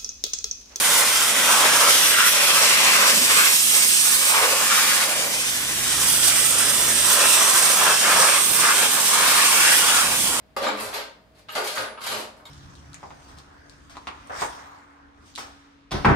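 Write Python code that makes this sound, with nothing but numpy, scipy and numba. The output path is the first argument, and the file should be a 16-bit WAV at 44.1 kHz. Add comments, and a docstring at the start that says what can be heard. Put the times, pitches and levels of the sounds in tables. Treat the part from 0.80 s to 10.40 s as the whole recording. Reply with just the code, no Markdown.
"""A pressure washer rinses a model car on a wet concrete floor, the wand close to a hand-held phone.
From the start filtered noise hisses and throbs, and random drops ring resonances of chassis and tyres.
From about 4.3 s the drumming thins; near 5 s harmonics of the pump's strokes hum as the spray passes close.
From 6.3 s the drumming returns, with hard slaps near 7.4 and 7.9 s; close to the end the hum rises again.
Throughout, the air rushes low, a distant motor drones, and unrelated noises spread the spray cloud wide."""
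import sys
import numpy as np
from scipy import signal
from scipy.fft import rfft, irfft
from scipy.io import wavfile
from scipy.ndimage import uniform_filter1d, map_coordinates
from numba import njit

SR = 44100
rng = np.random.default_rng(int(sys.argv[2]) if len(sys.argv) > 2 else 0)


def file_out(sig):
    """Save sig as 16-bit WAV at sys.argv[1]."""
    # one column per channel
    cols = np.atleast_2d(sig).T
    # limit, then scale
    lim = np.clip(cols, -1, 1)
    pcm = np.round(lim * 32767).astype(np.int16)
    wavfile.write(sys.argv[1], SR, pcm)


N = 423360
TIME = np.arange(N) / SR  # s
STROKE_HZ, THROB_HZ = 66.9, 13.39  # pump strokes; swing of the water pressure

# the jet's hiss as the wand moves nearer and farther: t/s, relative level/dB
HISS_LEVEL = [(0, -22.5), (0.5, -23.5), (1.1, -20), (1.45, -23), (2.0, -21.5), (2.7, -21), (2.8, -21.5),
              (3.45, -23), (3.65, -23.5), (4.15, -22), (4.28, -27), (4.82, -29), (5.25, -24), (6.26, -24),
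              (6.3, -23), (6.55, -20.5), (7.2, -23), (7.55, -23), (7.7, -26), (7.87, -23.5), (8.25, -23),
              (8.9, -21), (9.2, -22.5), (9.25, -25), (9.4, -25.5), (9.6, -28)]
# the jet catches an edge or the tread and shatters:
# t/s, length/s, relative sizzle level/dB, relative fine mist level/dB
FLARES = [(0.08, 0.13, -27, -28), (0.68, 0.38, -31, -45), (1.06, 0.13, -24, -33), (1.22, 0.11, -26, -23),
          (1.46, 0.06, -32, -22.5), (1.813, 0.04, -22, -35), (2.274, 0.04, -23, -40),
          (2.72, 0.48, -42, -28.5), (3.216, 0.3, -30.5, -29.5), (4.383, 0.048, -24.5, -42),
          (4.53, 0.21, -29, -38), (4.73, 0.35, -36, -48), (5.08, 0.2, -30.5, -38),
          (5.285, 0.13, -26.5, -24), (5.43, 0.066, -21, -24), (5.55, 0.75, -43, -31),
          (6.275, 0.084, -29, -22.5), (7.397, 0.06, -22, -36), (7.63, 0.15, -47, -27),
          (7.797, 0.1, -29, -38), (8.97, 0.068, -35, -27), (9.408, 0.086, -32, -30)]
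# spectra of the jet's drops, its fine mist and its sizzle: f/Hz, spectral level/dB
HISS_SPECTRUM = [(300, -24), (1000, -15), (2000, -3), (3000, 0.4), (4300, -0.7), (5500, -1), (7500, 1),
                 (10000, -3.5), (12000, -3.5), (15500, -14)]
MIST_SPECTRUM = [(7000, -24), (10000, -3), (12500, -2), (15500, -1.5)]
SIZZLE_SPECTRUM = [(1500, -17), (3200, 2.5), (5500, 3.5), (9000, 1), (12000, -11), (15500, -18)]
FLARE_EDGE_S = 0.016
MIST_DB = -6  # mist of the free jet, set against the hiss level before the mist's own gain


def jet(throb):
    """Turbulent break-up: countless drops give broadband noise, mist its top, struck edges a sizzle."""
    hiss_db, = curves(HISS_LEVEL)
    sizzle_power = 0
    mist_power = undb(hiss_db + MIST_DB) ** 2
    for start, length, sizzle_db, mist_db in FLARES:
        on = gate(start, length, FLARE_EDGE_S, FLARE_EDGE_S)
        sizzle_power = sizzle_power + on * undb(sizzle_db) ** 2
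        mist_power = mist_power + on * undb(mist_db) ** 2
    hiss = undb(1.26) * unit(colour(noise(), HISS_SPECTRUM))
    patter = undb(-4.5) * unit(colour(drops(rate=9000, scatter_db=3.5), HISS_SPECTRUM))
    mist = undb(5 + 1.3 * walk(18)) * unit(colour(noise(), MIST_SPECTRUM))
    sizzle = undb(1.5) * unit(colour(noise(), SIZZLE_SPECTRUM))
    spray = undb(hiss_db) * (hiss + patter)
    spray = spray + np.sqrt(mist_power) * mist + np.sqrt(sizzle_power) * sizzle
    flutter_db = 0.63 * walk(45) + 0.39 * walk(12)
    return spray * undb(0.54 * throb + flutter_db)


# how strongly the spray throbs: t/s, relative depth
THROB_DEPTH = [(0, 1), (3.4, 1.6), (4.5, 0.59), (7.5, 1.2), (9.6, .6)]
SAG_SHARPNESS = 2.6  # 1 is an even swing; higher makes each sag briefer


def pressure():
    """Amplitude modulation: pressure swings about once in five strokes, with broad swells and brief sags."""
    first_swell_s = 0.054
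    depth, = curves(THROB_DEPTH)
    swing = (1 - np.cos(2 * np.pi * THROB_HZ * (TIME - first_swell_s))) / 2
    sag = swing ** SAG_SHARPNESS
    uneven = 1 + 0.34 * walk(1.26)
    return 2 * depth * (np.mean(sag) - sag) * uneven


# nominal resonances of panels, small stiff parts, tyres and frame: f/Hz, width/Hz, relative level/dB
PANEL_MODES = [(865, 170, -1), (1106, 185, 6), (1364, 150, 3.5), (1577, 320, 5)]
PART_MODES = [(2115, 590, 2), (2445, 510, 2.5), (3180, 720, -5), (4100, 1450, -4)]
TYRE_MODES = [(490, 75, -6.5), (569, 57, -3)]
FRAME_MODES = [(159.5, 19, -6), (468, 183, -4.5), (707, 307, 0.5)]
# pitch of the small parts under the jet, lower on the open floor, higher at the rear bumper: t/s, f/Hz
PART_RING = [(0, 2180), (0.9, 2080), (1.2, 2200), (1.42, 1950), (1.68, 2380), (2.05, 2100), (2.6, 2270),
             (4.1, 2180), (4.7, 1860), (6.2, 1750), (6.4, 2400), (7.9, 2360), (8.6, 2510), (9.6, 2410)]
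PART_REST_HZ = 2260  # pitch at which the small parts ring with their listed modes
# a slug of water slaps the chassis: t/s, relative level/dB
SLAPS = [(0.728, -20), (1.386, -16), (7.428, -12.5), (7.888, -12)]
SLAP_DECAY_S = 0.008
# short narrow-band rings, each at one pitch: t/s, length/s, relative level/dB, f/Hz
NARROW_RINGS = [(0.69, 0.14, -23.5, 1100), (1.0, 0.086, -23.5, 1120), (1.377, 0.1, -20, 1400),
                (2.0, 0.12, -27.5, 1000), (2.165, 0.077, -22.5, 1270), (2.548, 0.091, -25, 1380),
                (3.53, 0.21, -33, 1070), (3.895, 0.1, -23, 1360), (7.264, 0.26, -25, 1370),
                (7.84, 0.092, -23, 1310), (8.3, 0.3, -28, 1220), (8.762, 0.08, -28, 1310),
                (8.87, 0.075, -23.5, 1580), (9.12, 0.1, -24.5, 1430)]
NARROW_RING_WIDTH_HZ, NARROW_RING_EDGE_S = 236, 0.012
# the jet presses on a soft tyre wall, which booms: t/s, length/s, relative level/dB, f/Hz
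BOOMS = [(0.55, 0.42, -43.5, 220), (1.75, 0.5, -47, 231), (2.28, 0.17, -39.5, 234), (2.93, 0.2, -48, 219),
         (3.62, 0.13, -31, 545), (4.36, 0.22, -38.5, 565), (6.33, 0.17, -45, 171), (7.2, 0.21, -43, 195),
         (7.66, 0.18, -45, 148), (9.23, 0.3, -44, 175)]
WALL_WIDTH_HZ, WALL_EDGE_S = 69, 0.02


def drumming(throb, panel_gain, part_gain, low_gain, spot_hz, tyre_share):
    """Impact excitation of resonators: water drums on chassis, parts, frame and tyres, with narrow rings."""
    stroke = np.cos(2 * np.pi * STROKE_HZ * TIME)
    beat = undb(0.5 * throb + 0.19 * stroke + 0.89 * walk(60))
    panel_stiffness = (spot_hz / np.mean(spot_hz)) ** 0.83
    part_hz, = curves(PART_RING)
    slap = 0
    for start, db in SLAPS:
        slap = slap + undb(db) * (TIME >= start) * np.exp(-np.abs(TIME - start) / SLAP_DECAY_S)
    panels = struck(drops(rate=4000, scatter_db=4.0), PANEL_MODES,
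                    patchy_db=1.0, drift=0.021, stiffness=panel_stiffness)
    parts = struck(drops(rate=9000, scatter_db=2.5), PART_MODES,
                   patchy_db=0.2, drift=0.019, stiffness=part_hz / PART_REST_HZ)
    tyres = struck(drops(rate=2500, scatter_db=2.0), TYRE_MODES, patchy_db=2.0, drift=0.031)
    frame = struck(drops(rate=2500, scatter_db=3.0), FRAME_MODES, patchy_db=0.0, drift=0.0088)
    walls = ringing(drops(rate=2500, scatter_db=1.0), BOOMS, WALL_WIDTH_HZ, WALL_EDGE_S)
    narrow_rings = ringing(drops(rate=2500, scatter_db=2.0), NARROW_RINGS,
                           NARROW_RING_WIDTH_HZ, NARROW_RING_EDGE_S)
    body = np.sqrt(tyre_share) * tyres + np.sqrt(1 - tyre_share) * undb(1.1) * frame
    chassis = panels * np.hypot(panel_gain, slap) + parts * part_gain
    return beat * (chassis + narrow_rings + body * low_gain + walls)


# the jet dwells on a part of the car: t/s, length/s, relative levels of panels/dB, small stiff parts/dB
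# and frame with tyres/dB, nominal ring of the panel f/Hz, tyre share (0-1)
DWELLS = [(0.017, 0.24, -25, -26, -33.5, 1320, 0.63), (0.27, 0.4, -28.5, -25, -36, 1240, 0.44),
          (0.677, 0.31, -21.8, -21.8, -30, 1185, 0.55), (1.002, 0.11, -23, -20.5, -29.5, 1120, 0.6),
          (1.12, 0.24, -27, -23, -35, 1410, 0.23), (1.385, 0.12, -29, -19.5, -38, 1450, 0.6),
          (1.542, 0.34, -23.5, -20.5, -34.5, 1250, 0.64), (1.888, 0.26, -25, -17.5, -34.5, 1300, 0.6),
          (2.151, 0.17, -22, -20, -31, 1280, 0.3), (2.323, 0.18, -33, -27, -36, 1330, 0.45),
          (2.494, 0.22, -24.5, -21.5, -35, 1360, 0.55), (2.92, 0.13, -35, -31, -40, 1200, 0.4),
          (3.24, 0.24, -33.5, -33, -45, 1270, .7), (3.506, 0.13, -23, -23.5, -35, 1190, 0.8),
          (3.598, 0.15, -28, -25.5, -31, 1260, 0.7), (3.784, 0.078, -26, -36, -34.5, 1240, 0.3),
          (3.89, 0.095, -27.5, -24.5, -37, 1320, 0.4), (3.99, 0.24, -26.5, -23.3, -39, 1390, 0.4),
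          (4.22, 0.26, -35, -32.5, -35, 1360, 0.4), (4.448, 0.12, -44, -44, -39, 1200, 0.4),
          (4.6, 0.73, -44, -38, -49, 1450, 0), (5.126, 0.71, -35.5, -38, -47, 1370, 0),
          (5.42, 0.17, -35, -32, -39, 1300, 0.4), (5.738, 0.6, -34.5, -34.5, -39, 1420, 0.05),
          (6.278, 0.07, -24, -29, -42, 1260, 0), (6.368, 0.1, -22, -23.5, -30, 1440, .08),
          (6.507, 0.42, -25, -29, -33.5, 1280, .08), (6.98, 0.15, -20, -26.5, -28.5, 1290, 0.01),
          (7.14, 0.14, -33, -30, -42, 1300, .15), (7.245, 0.12, -22.5, -23.5, -29, 1350, 0.04),
          (7.378, 0.093, -18, -30, -27, 1270, 0.34), (7.49, 0.082, -21.5, -22, -31.5, 1380, 0.4),
          (7.58, 0.32, -33.5, -45, -39.5, 1340, 0.2), (7.818, 0.091, -20.5, -24.5, -32.5, 1450, 0.2),
          (7.948, 0.11, -24.5, -25, -31, 1310, 0.1), (8.12, 0.12, -27.5, -31, -36, 1300, .15),
          (8.305, 0.14, -21.5, -27, -32.5, 1290, 0.2), (8.453, 0.4, -23.5, -23, -34.5, 1380, 0.2),
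          (8.833, 0.12, -23, -23, -34, 1520, .15), (8.985, 0.26, -25.5, -25.5, -35, 1390, 0.2),
          (9.257, 0.11, -29.5, -28.5, -34.5, 1290, 0.24), (9.46, 0.2, -32, -37, -36.5, 1150, 0)]
ARRIVE_S, LEAVE_S = 0.033, 0.028  # the jet slides on to a part and off it
# stray drops that reach the car wherever the jet points
STRAY_PANEL_DB, STRAY_PART_DB, STRAY_LOW_DB = -40.5, -34, -47.5
STRAY_RING_HZ, STRAY_TYRE_SHARE = 1260, 0.3


def contact():
    """Power summation of dwells: gains of panels, parts, frame with tyres; mean panel ring; tyre share."""
    panel = np.full(N, undb(STRAY_PANEL_DB) ** 2)
    part = np.full(N, undb(STRAY_PART_DB) ** 2)
    low = np.full(N, undb(STRAY_LOW_DB) ** 2)
    # ring and tyre share are averaged with power as the weight
    ring, tyre = panel * STRAY_RING_HZ, low * STRAY_TYRE_SHARE
    for start, length, panel_db, part_db, low_db, ring_hz, share in DWELLS:
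        on = gate(start, length, ARRIVE_S, LEAVE_S)
        on_panel = on * undb(panel_db) ** 2
        on_low = on * undb(low_db) ** 2
        panel = panel + on_panel
        part = part + on * undb(part_db) ** 2
        low = low + on_low
        ring = ring + on_panel * ring_hz
        tyre = tyre + on_low * share
    return np.sqrt(panel), np.sqrt(part), np.sqrt(low), ring / panel, np.clip(tyre / low, 0, 1)


def struck(force, modes, patchy_db, drift, stiffness=1):
    """Modal superposition: drops excite each mode, whose level and pitch wander at random."""
    out = 0
    for hz, width, db in modes:
        centre = hz * stiffness * np.exp(drift * walk(9))
        # two passes make the skirts of each mode steep
        ring = resonate(resonate(force, centre, 2. * width), centre, 2. * width)
        out = out + ring * undb(db + patchy_db * walk(9))
        force = np.roll(force, SR // 2, axis=1)  # shifted in time, so modes do not share impacts
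    return unit(out)


def ringing(x, spots, width_hz, edge_s):
    """Narrow-band resonance: drops ring at the listed pitches, gated to each listed span."""
    power = 0
    pitches = []
    for start, length, db, pitch in spots:
        power = power + gate(start, length, edge_s, edge_s) * undb(db) ** 2
        pitches += [(start, pitch), (start + length, pitch)]
    hz, = curves(pitches)
    ring = resonate(resonate(x, hz, 2. * width_hz), hz, 2. * width_hz)
    return unit(ring) * np.sqrt(power)


def drops(rate, scatter_db):
    """Shot noise: impacts at random moments, rate a second, of scattered sizes and either sign."""
    size = noise()
    lands = rng.random(size.shape) < rate / SR
    sign = np.sign(rng.random(size.shape) - 0.5)
    return unit(lands * sign * undb(size * scatter_db))


# pump strokes carried by the jet: t/s, relative level/dB
HUM = [(0, -61), (4.1, -64), (4.7, -52.5), (5.15, -44), (5.55, -48.5), (6.27, -45.5), (6.32, -77),
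       (9.15, -66), (9.27, -46), (9.6, -55)]
# harmonics of the strokes: multiple of the stroke rate, level relative to HUM/dB
HUM_ORDERS = [(1, -3), (2, -4), (3, -6.5)]


def pump_hum(phase):
    """Harmonic series: the pump's strokes buzz louder where the jet passes close."""
    close_db, = curves(HUM)
    out = 0
    for multiple, db in HUM_ORDERS:
        strength = undb(close_db + db + 0.5 * walk(6.4))
        out = out + np.sqrt(2) * strength * np.cos(multiple * phase + 2 * np.pi * rng.random())
    return out


def stroke_phase():
    """Phase modulation: the steady stroke rate wavers slightly; in radians."""
    return 2 * np.pi * STROKE_HZ * TIME + 0.04 * walk(8.1)


# air dragged along by the spray: t/s, relative level/dB
DRAUGHT = [(0, -44), (0.32, -47.5), (0.85, -40.5), (1.5, -47.5), (2.4, -41), (2.79, -49), (4.1, -46),
           (4.9, -45), (5.9, -41), (6.9, -46), (7.7, -44.5), (9.0, -43.5), (9.6, -39.5)]
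# spectrum of that air: f/Hz, spectral level/dB
RUSH_SPECTRUM = [(20, -46), (38, -32), (52, -10), (70, -8), (100, -4.5), (150, -4), (210, 5.5), (300, 5),
                 (400, 3), (600, -3), (1500, -25)]


def draught():
    """Entrainment: air dragged by the spray rushes low, with a deeper buffet where the jet is closest."""
    db, = curves(DRAUGHT)
    close_db, = curves(HUM)
    rush = unit(colour(noise(), RUSH_SPECTRUM))
    buffet = unit(colour(noise(), [(20, -40), (40, -21), (60, -2), (160, 6), (300, -5), (1000, -40)]))
    return rush * undb(db + 3.0) + buffet * undb(close_db - 1.0)


# drone of the distant motor and pump: multiple of the throb rate, mid level/dB
MOTOR_ORDERS = [(4, -67), (5, -74), (6, -69), (7, -65), (9, -63), (10, -62.5), (12, -59.5), (15, -57),
                (16, -60), (18, -61), (22, -61), (26, -61.5)]


def motor_drone(phase):
    """Rotational orders: the distant motor and pump drone at multiples of the throb rate."""
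    out = 0
    for multiple, db in MOTOR_ORDERS:
        turn = multiple * phase * THROB_HZ / STROKE_HZ
        strength = undb(db + 1.5 * walk(2.45))
        out = out + np.sqrt(2) * strength * np.cos(turn + 2 * np.pi * rng.random())
    return out


ROOM_DB, ROOM_T60_S = -10.5, 0.12  # echoes of floor and walls close by, relative to the direct sound
ROOM_SHIFT_HZ = 0.2015  # how fast the echoes change


def room(x):
    """Reverberation: decaying echoes of floor and walls add a fine colour that shifts as the wand moves."""
    t = np.arange(SR // 4) / SR
    echoes = rng.standard_normal((2, len(x), len(t))) * np.exp(-np.log(1000) * t / ROOM_T60_S)
    echoes = echoes / np.linalg.norm(echoes, axis=2, keepdims=True)
    here, there = (signal.fftconvolve(x, e, axes=1)[:, :N] for e in echoes)
    turn = 2 * np.pi * ROOM_SHIFT_HZ * TIME
    wet = np.cos(turn) * here + np.sin(turn) * there
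    return (x + undb(ROOM_DB) * wet) / np.hypot(1, undb(ROOM_DB))


def mottle(x, band_hz, rate, depth_db):
    """Interference: paths between car and floor make narrow bands swell and sink as the wand moves."""
    f, t, z = signal.stft(x, SR, nperseg=1024)
    cells = rng.standard_normal((int(f[-1] / band_hz) + 2, int(t[-1] * rate) + 2))
    grid = np.meshgrid(f / band_hz, t * rate, indexing="ij")
    field = map_coordinates(cells, grid, order=3, mode="nearest")
    reach = np.minimum(f / 1500, 1)[:, None]  # long waves are hardly touched
    return signal.istft(z * undb(depth_db * reach * field), SR)[1][:, :N]


# bearing of the spray: t/s, lead at the left port/ms
BEARING = [(0, -0.018), (1, 0.038), (2.2, 0.14), (3.5, 0.2), (3.8, 0.06), (4.3, 0.091), (4.7, 0.22),
           (5.3, -0.051), (6.5, -0.017), (9.6, -0.11)]
# spray from the left bends round the phone and cancels one band at each port, left then right:
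# f/Hz, width/Hz, level at full depth/dB
SIDE_DIPS = [(7900, 2600, -3.5), (3230, 760, -3)]
SIDE_LEAD_MS = 0.14  # bearing at which the dips are fully deep


def shadow(ports):
    """Diffraction: the farther left the spray lands, the deeper the dip at each port, up to a limit."""
    lead_ms, = curves(BEARING)
    aside = np.clip(lead_ms / SIDE_LEAD_MS, 0, 1)
    dipped = []
    for x, (hz, width, db) in zip(ports, SIDE_DIPS):
        band = resonate(x[None], np.full(N, 1. * hz), 1. * width)[0]
        dipped.append(x + (undb(db * aside) - 1) * band)
    return np.array(dipped)


def delay(x, ms):
    """Propagation delay: read x a moving time later."""
    return map_coordinates(x, [np.arange(N) - ms * SR / 10 ** 3], order=3, mode="reflect")


@njit
def resonate(x, hz, width):
    """Second-order resonance: state-variable band-pass on each row, moving centre, gain 1 there."""
    y, band, low = np.empty_like(x), np.zeros(len(x)), np.zeros(len(x))
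    for i in range(len(hz)):
        g, damping = np.tan(np.pi * hz[i] / SR), width / hz[i]
        for r in range(len(x)):
            v = (band[r] + g * (x[r, i] - low[r])) / (1 + g * (g + damping))
            band[r] = 2 * v - band[r]
            low[r] = low[r] + 2 * g * v
            y[r, i] = damping * v
    return y


def noise():
    """Incoherence: three unrelated white noises, the jet's core and two parts of the spray cloud."""
    return rng.standard_normal((3, N))


def colour(x, points):
    """Linear filtering: shape the spectrum by (f/Hz, level/dB) points on a log-frequency axis."""
    hz, db = np.transpose(points)
    f = np.maximum(np.fft.rfftfreq(N, 1 / SR), 1)
    return irfft(rfft(x) * undb(np.interp(np.log(f), np.log(hz), db)), N)


def walk(rate):
    """Slow random modulation: random levels slewed from one to the next each 1 / rate s; rms 1."""
    k = int(SR / rate)
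    return unit(uniform_filter1d(np.repeat(rng.standard_normal(N // k + 1), k), k)[:N])


def gate(start, length, attack_s, release_s):
    """Power envelope: share of full power with a smooth attack, hold and release."""
    attack = (1 + np.tanh((TIME - start) / attack_s)) / 2
    release = (1 + np.tanh((start + length - TIME) / release_s)) / 2
    return attack * release


def curves(table):
    """Linear interpolation: each column of a table, joined by straight lines in time."""
    s, *columns = np.transpose(table)
    return [np.interp(TIME, s, c) for c in columns]


def unit(x):
    """Normalisation: scale to rms 1."""
    return x / np.sqrt(np.mean(x ** 2))


def undb(db):
    """Logarithmic level: decibels to amplitude gain."""
    return 10 ** (np.asarray(db) / 20)


PAN_DB = -0.2  # left minus right


def scene():
    """Interaural-style cues: the impact spot leads at one port, while the spray cloud surrounds both."""
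    lead_ms, = curves(BEARING)
    throb = pressure()
    wash = jet(throb) + drumming(throb, *contact()) + draught()
    core, mid, side = mottle(room(wash), band_hz=130, rate=8, depth_db=1.67)
    direct = np.array([delay(core, -lead_ms / 2), delay(core, lead_ms / 2)])
    # long waves are alike at both ports, short ones much less so
    mid = colour(mid, [(300, 0.4), (1000, -1.7), (2200, -1.5), (4200, 5.5), (5700, 2.0), (7000, 3.0)])
    side = colour(side, [(100, -10.0), (400, -9.0), (1000, -5.0), (2200, -0.5),
                         (4200, 6.5), (5700, -0.5), (7000, 3.5)])
    cloud = np.array([mid + side, mid - side])
    ports = undb(-5.5) * (direct + cloud)
    balance = undb(np.array([[PAN_DB], [-PAN_DB]]) / 2)
    phase = stroke_phase()
    return shadow(ports) * balance + pump_hum(phase) + motor_drone(phase)


# how much of the finest hiss gets round the phone to the left port: t/s, level/dB
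LEFT_TOP = [(0, 4), (1.4, 0), (1.75, -2), (2.5, -3), (2.75, 6), (3.47, 6), (3.57, -2), (5, -3), (9.6, -6)]
# ring of the right port, strongest when the spray faces it: t/s, f/Hz, relative level/dB
PORT_RING = [(0, 8700, 5.5), (1.1, 8800, 3.5), (2.1, 8100, 3), (2.4, 8220, 4.5), (3.25, 8400, 7.5),
             (3.5, 8330, 7.5), (3.7, 8700, 2.5), (4.9, 8300, 2.5), (5.3, 8550, 8.5), (5.55, 8480, 10),
             (6.2, 8500, 8.5), (7.3, 8660, 6), (7.65, 8600, 9.5), (8.05, 8600, 6.5), (9.1, 8700, 5.5),
             (9.6, 8800, 7.5)]
# colour of the two microphone ports: f/Hz, level/dB
LEFT_PORT = [(300, -0.65), (1100, 2.5), (2200, 1.24), (3400, 0), (4200, -5.5), (5500, 2.2), (7400, 0.5),
             (8700, -6.5), (9600, -7), (10400, -5.5), (11300, -4), (12700, -10), (13600, -9), (15500, -17)]
RIGHT_PORT = [(300, 2), (1100, 3), (1600, 0.5), (2200, -0.5), (3400, -1.5), (4300, -4.5), (5600, 2.5),
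              (7100, -4), (8000, 0.5), (9300, 2), (11000, 0), (13000, -2.5), (15500, -4)]
TOP_HZ = 15520  # upper band limit


def record(dry):
    """Transduction: the left port is shaded, the right one rings; peaks round off, the top is cut steeply."""
    ring_hz, ring_db = curves(PORT_RING)
    top_db, = curves(LEFT_TOP)
    top = colour(dry[0], [(10000, -44), (12500, -7), (13500, -2)])
    ring = resonate(dry[1:], ring_hz, 1100.0)[0]
    left = colour(dry[0] + (undb(top_db) - 1) * top, LEFT_PORT)
    right = colour(dry[1] + (undb(ring_db + 1) - 1) * ring, RIGHT_PORT)
    heard = np.array([left, right])
    rounded = heard / (1 + (heard / 0.92) ** 8) ** (1 / 8)
    top_cut = signal.ellip(12, 0.1, 80, TOP_HZ, fs=SR, output="sos")
    return signal.sosfilt(top_cut, rounded)


dry = scene()
out = record(dry)
file_out(out)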